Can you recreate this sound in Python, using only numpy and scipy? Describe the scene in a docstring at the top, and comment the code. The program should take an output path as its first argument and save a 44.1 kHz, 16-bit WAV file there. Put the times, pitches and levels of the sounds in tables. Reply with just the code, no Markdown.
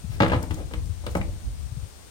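"""A hen flaps her wings in two bursts on a garden table, just left of the microphone.
Each wing slap is a crack and a clatter of quills that shakes the table and echoes off the coop.
In between, feathers flick and brush and the wings sweep softly through the air.
Moving air bumps and rumbles against the microphone over a faint hiss."""
import sys
import numpy as np
from scipy import signal
from scipy.fft import rfft, irfft
from scipy.io import wavfile
from scipy.ndimage import uniform_filter1d

SR = 44100
rng = np.random.default_rng(int(sys.argv[2]) if len(sys.argv) > 2 else 0)


def wrap_up_sound(samples):
    """Save the sound to the file named by the first command line argument, as 16-bit audio."""
    columns = np.atleast_2d(samples).T
    # keep every value between -1 and 1, then stretch to whole-number steps
    tamed = np.clip(columns, -1, 1)
    steps = np.round(tamed * 32767).astype(np.int16)
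    wavfile.write(sys.argv[1], SR, steps)


N = 92610


def wing_slaps(attack_s=.0007, crack_s=0.0023, snap_s=0.0059):
    """Each slap is a sharp crack and the snap of a feather shaft, then a dying clatter of quills."""
    # Slaps: start_s, level_db, fade_s (time to fall 60 dB), bass_db, treble_db, snap_hz
    slaps = [(.2028, -13.7, .095, -5, 1.5, 1000), (.221, -18, 0.07, 0.5, 0, 3380),
             (0.2316, -15.5, 0.0763, -0.5, 0, 1230), (.244, -23.5, 0.03, 11, 2, 710),
             (.263, -24, 0.01, 0.5, 4.5, 1420), (.281, -30, 0.03, 5.5, 6.5, 5000),
             (.298, -26.5, 0.06, -11, 5.5, 2400), (.318, -15.5, 0.0538, -2, -1, 1500),
             (.333, -20, 0.11, 4, 1, 870), (.362, -28.5, 0.0152, 6, 2, 493),
             (.422, -37, 0.14, 1.5, -6, 1600), (.436, -33, .05, -1, -4, 1200),
             (.508, -32.5, 0.09, 2, 2.5, 3030), (.711, -35, 0.08, -2, -25, 695),
             (.7365, -29, .05, -1.5, 1, 2930), (1.038, -43, .14, 0, -10, 600),
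             (1.0646, -30, 0.06, -6, 4, 3970), (1.1516, -19.5, 0.05, 3, -12, 706),
             (1.169, -32, .05, 9, -2, 500), (1.2133, -22.5, 0.02, -3, 1.5, 2270)]
    # Tone of the slaps: frequency_hz, level_db
    tone = [(40, -18.5), (100, -1.5), (190, -0.5), (245, -0.5), (305, 2), (390, -6), (500, -1), (750, -5),
            (1100, -5), (1550, -10.5), (2100, -10.5), (2800, -15.5), (3900, -19), (5300, -30.5),
            (8000, -36.5), (12000, -46.5), (16000, -51)]
    out, t = np.zeros(N), np.arange(SR // 4) / SR
    for start_s, level_db, fade_s, bass_db, treble_db, snap_hz in slaps:
        slap = quills(len(t)) * np.minimum(t / attack_s, 1) * fade(t, fade_s)
        slap[round(attack_s * SR)] -= amp(-8) * np.sqrt(crack_s * SR)  # one spike is the crack
        snap = signal.lfilter(*signal.iirpeak(snap_hz, Q=1.46, fs=SR), slap * np.exp(-t / snap_s))
        slap = slap + amp(3.5) * snap + (amp(bass_db) - 1) * gentle_filter(slap, 296, "low")
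        slap = slap + (amp(treble_db) - 1) * gentle_filter(slap, 1730, "high")
        add(out, start_s, amp(level_db) * slap)
    return colour(out, tone)


def quills(samples, clicks_per_s=2400, spread_db=4, smooth_share=0.41):
    """Quills clatter: dense clicks of uneven size over a little smooth noise."""
    sizes = amp(spread_db * np.minimum(rng.exponential(1, samples), 3))
    clicks = sizes * rng.choice([-1, 1], samples) * (rng.random(samples) < clicks_per_s / SR)
    smooth = rng.standard_normal(samples)
    return np.sqrt(1 - smooth_share) * unit(clicks) + np.sqrt(smooth_share) * smooth


def table_ring(slaps):
    """The table top rings briefly under the slaps."""
    # Notes of the table top: pitch_hz, level_db, fade_s
    notes = [(186, 0.5, 0.25), (250.7, -4.5, 0.26), (312.2, -2, .33), (477.8, -3.5, 0.15), (580, -9, 0.2),
             (900, -22, .15)]
    t = np.arange(SR // 2) / SR
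    ring = sum(amp(level_db) * fade(t, fade_s) * np.cos(2 * np.pi * pitch_hz * t) / fade_s
               for pitch_hz, level_db, fade_s in notes)
    return amp(-10) * np.std(slaps) * unit(signal.fftconvolve(slaps, ring)[:N])


def feather_strokes(strokes, tone, skew):
    """Sliding feathers make grainy noise that swells and fades; a lower skew peaks sooner."""
    out = np.zeros(N)
    for start_s, level_db, length_s in strokes:
        progress = np.linspace(0, 1, round(length_s * SR))
        swell = np.sin(np.pi * progress ** skew) ** 2
        add(out, start_s, amp(level_db) * swell * quills(SR // 4)[:len(swell)])
    return colour(out, tone)


def feathers():
    """Feathers flick brightly, brush together and sweep softly through the air."""
    # Feather movements: start_s, level_db, length_s
    flicks = [(.203, -47, .012), (.220, -41, 0.01), (.279, -41, .01), (.321, -42, 0.0057),
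              (.427, -32, 0.0062), (.507, -43, .012), (.537, -43, .008), (.542, -39, 0.0072),
              (.55, -56, 0.08), (.735, -42.5, 0.0082), (.856, -46, .006), (1.063, -37.5, 0.008),
              (1.095, -48, 0.052), (1.151, -35, 0.0065), (1.159, -42, 0.036)]
    brushes = [(.095, -45, .1), (.49, -53.5, .1), (1.08, -54.5, 0.096)]
    sweeps = [(.10, -51, 0.15), (.555, -38, 0.099), (1.055, -38, 0.053)]
    # Tone of each movement: frequency_hz, level_db
    flick_tone = [(500, -30), (3000, -14), (5000, -2.5), (8000, 1.5), (11000, -6), (16000, -5.5)]
    brush_tone = [(200, 3), (1000, 1.5), (2000, 3), (4000, -2), (8000, -6.5), (16000, -9)]
    sweep_tone = [(80, -9.5), (280, -1), (450, -2.5), (680, -4), (1000, -13.5), (3000, -24.5), (16000, -45)]
    return (feather_strokes(flicks, flick_tone, skew=0.64)
            + feather_strokes(brushes, brush_tone, skew=0.73)
            + feather_strokes(sweeps, sweep_tone, skew=0.74))


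def from_left(hen, delay_s=0.0001896):
    """The right side of the microphone hears the hen later and duller."""
    # Dulling on the far side: frequency_hz, gain_db
    far_tone = [(100, -2), (400, -0.5), (1200, -6), (2100, -6), (3200, -11), (4200, -11.5), (5500, -8.5),
                (9000, -14), (16000, -5)]
    hz = np.fft.rfftfreq(2 * N, 1 / SR)
    late = irfft(rfft(hen, 2 * N) * np.exp(-2j * np.pi * hz * delay_s))[:N]
    return np.array([hen, colour(late, far_tone, keep_level=False)])


def nearby_echoes(hen, count=7, left_db=-11.5, right_db=-8):
    """Small things on the table throw back quick echoes with little bass."""
    out, thin = np.zeros((2, N)), gentle_filter(hen, 500, "high")
    for side, level_db in zip(out, (left_db, right_db)):
        for delay_s in rng.uniform(.0004, .005, count):
            add(side, delay_s, thin * amp(level_db) * rng.choice([-1, 1]) / np.sqrt(count))
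    return out


def yard_echoes(hen, half_turns_per_s=9, count=3, left_db=-8, right_db=-10):
    """Echoes off the coop and table; three patterns take turns, as if shifted by the moving wings."""
    angles = np.pi * (half_turns_per_s * np.arange(N) / SR + np.arange(count)[:, None] / count)
    parts = hen * np.cos(angles) * np.sqrt(2 / count)
    echoes = sum(signal.fftconvolve(part[None], echo_tail(), axes=1)[:, :N] for part in parts)
    return amp([[left_db], [right_db]]) * echoes


def echo_tail(build_s=0.0073):
    """One stereo tail of scattered echoes; the treble dies first."""
    # How long the yard echoes: frequency_hz, fade_s
    fade_times = [(100, 0.55), (300, 0.58), (700, 0.37), (1500, 0.25), (4000, .26), (12000, 0.21)]
    # How alike left and right are: frequency_hz, likeness (0 to 1)
    likeness = [(100, 1), (300, 0.87), (650, 0.4), (1400, 0.06), (16000, 0)]
    hz, t, bands = signal.stft(rng.standard_normal((2, SR)), SR, nperseg=256)
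    same = look_up(likeness, hz)[:, None]
    bands[1] = same * bands[0] + np.sqrt(1 - same ** 2) * bands[1]
    tail = signal.istft(bands * fade(t, look_up(fade_times, hz)[:, None]), SR, nperseg=256)[1]
    tail *= np.minimum(np.arange(tail.shape[1]) / SR / build_s, 1)
    return tail / np.linalg.norm(tail[0])


def air_puffs(cycles_to_peak=0.97, pitch_scatter=0.049):
    """Each push of air swings the microphone a few times and dies away."""
    # Puffs: start_s, level_db, pitch_hz, left_minus_right_db
    puffs = [(0.041, -30.5, 168, 16), (0.096, -29.5, 113, 17), (0.146, -28.5, 88, 7.5),
             (0.206, -15.5, 112, 0), (.265, -22.5, 110, 2), (.328, -18, 90, 5), (.36, -15, 98, -2),
             (.502, -23, 87, 11), (0.531, -29, 121, 15), (.648, -32, 103.6, 12), (0.769, -28.5, 74, 6.5),
             (.852, -33.5, 122, 14.5), (.895, -25.5, 76, 18), (1.19, -21.5, 94, -1), (1.287, -23, 81, 4),
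             (1.465, -26, 53, -3), (1.716, -29, 104, 13), (1.768, -27.5, 131, 12), (1.822, -32, 84, 15)]
    out, t = np.zeros((2, N)), np.arange(SR // 5) / SR
    for start_s, level_db, pitch_hz, pan_db in puffs:
        cycles = t * pitch_hz * (1 + pitch_scatter * rng.standard_normal())
        age = cycles / cycles_to_peak
        swell = age * np.exp((1 - age ** 2) / 2)
        swing = np.sin(2 * np.pi * (cycles + rng.random()))
        add(out, start_s, amp(level_db) * amp([[pan_db / 2], [-pan_db / 2]]) * swell * swing)
    return out


def wind(gusts_per_s=13.85, steady_s=0.055):
    """Swirling air makes a lumpy rumble, different on each side of the microphone."""
    # Wind strength: time_s, left_db, right_db
    strength = [(0, -44.5, -45), (.06, -27.5, -46), (.17, -31.5, -34.5), (.26, -30.5, -30), (.39, -28, -29),
                (.46, -32.5, -39), (.56, -28, -36), (0.701, -34, -39.5), (.8, -26.5, -30), (.9, -28, -40.5),
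                (.97, -33.5, -43), (1.14, -30.5, -33), (1.32, -28.5, -29), (1.41, -39.5, -43),
                (1.48, -30.5, -24), (1.57, -34, -42), (1.64, -28, -42), (1.7, -37.5, -42.5),
                (1.83, -31, -42), (1.89, -46, -47), (2.1, -49, -51.5)]
    # Tone of the rumble: frequency_hz, level_db
    tone = [(15, -35), (30, -16.5), (45, -3.5), (70, -0.5), (100, -7.5), (150, -20), (250, -29.5),
            (400, -42.5), (1000, -69), (4000, -90)]
    times_s, *sides_db = np.transpose(strength)
    t, out = np.arange(N) / SR, []
    for level_db in sides_db:
        rumble = colour(rng.standard_normal(N + SR), tone)[SR:]
        rumble /= np.sqrt(uniform_filter1d(rumble ** 2, round(steady_s * SR)) + 1e-9)  # even it out
        gust_db = np.interp(t * gusts_per_s, np.arange(100), rng.standard_normal(100))
        out.append(rumble * amp(np.interp(t, times_s, level_db) + gust_db))
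    return np.array(out)


def hiss():
    """A faint, steady background with a narrow band of high hiss."""
    # Tone of the hiss: frequency_hz, level_db
    tone = [(30, -6.5), (200, 1), (500, -0.5), (1000, -5.5), (2000, -8.5), (4000, -7.5), (6500, -7.5),
            (8000, -9), (8700, -1), (9400, -11), (10200, -14.5), (16000, -17.5)]
    # Dulling on the right: frequency_hz, gain_db
    right_tone = [(100, -2), (1000, -2.5), (2500, -6), (5000, -8), (9000, -10), (16000, -11)]
    left, right = (colour(rng.standard_normal(N + SR), tone)[SR:] for _ in range(2))
    return amp(-47.5) * np.array([left, colour(right, right_tone, keep_level=False)])


def amp(db):
    """Turns decibels into a gain."""
    return 10 ** (np.asarray(db) / 20)


def fade(t, fade_s):
    """Falls by 60 dB every fade_s seconds."""
    return np.exp(-np.log(1000) * t / fade_s)


def unit(x):
    """Scales a sound to an average power of 1."""
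    return x / np.sqrt(np.mean(x ** 2) + 1e-20)


def look_up(points, hz):
    """Reads between a table's rows on a log-frequency scale."""
    row_hz, values = np.transpose(points)
    return np.interp(np.log(hz + 1), np.log(row_hz + 1), values)


def add(mix, start_s, sound):
    """Lays a sound into the mix."""
    part = mix[..., max(round(start_s * SR), 0):][..., :sound.shape[-1]]
    part += sound[..., :part.shape[-1]]


def colour(x, tone, keep_level=True, size=8192):
    """Filters a sound to follow a tone table, with no ringing ahead of a hit."""
    log_gain = np.log(amp(look_up(tone, abs(np.fft.fftfreq(size, 1 / SR)))))
    taps = np.fft.ifft(np.exp(np.conj(signal.hilbert(log_gain)))).real[:size // 2]
    return signal.fftconvolve(x, taps / (np.linalg.norm(taps) if keep_level else 1))[:len(x)]


def gentle_filter(x, hz, kind):
    """Keeps mostly the "low" or the "high" side of hz."""
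    return signal.sosfilt(signal.butter(1, hz, kind, fs=SR, output="sos"), x)


def scene():
    """The hen, her echoes, the air and the background."""
    slaps = wing_slaps()
    hen = slaps + table_ring(slaps) + feathers()
    return from_left(hen) + nearby_echoes(hen) + yard_echoes(hen) + air_puffs() + wind() + hiss()


def record(dry, top_hz=16050):
    """Cuts off the very highest treble."""
    taps = signal.firwin(511, top_hz, window=("kaiser", 9), fs=SR)
    return signal.oaconvolve(dry, taps[None], "same")


dry = scene()
out = record(dry)
wrap_up_sound(out)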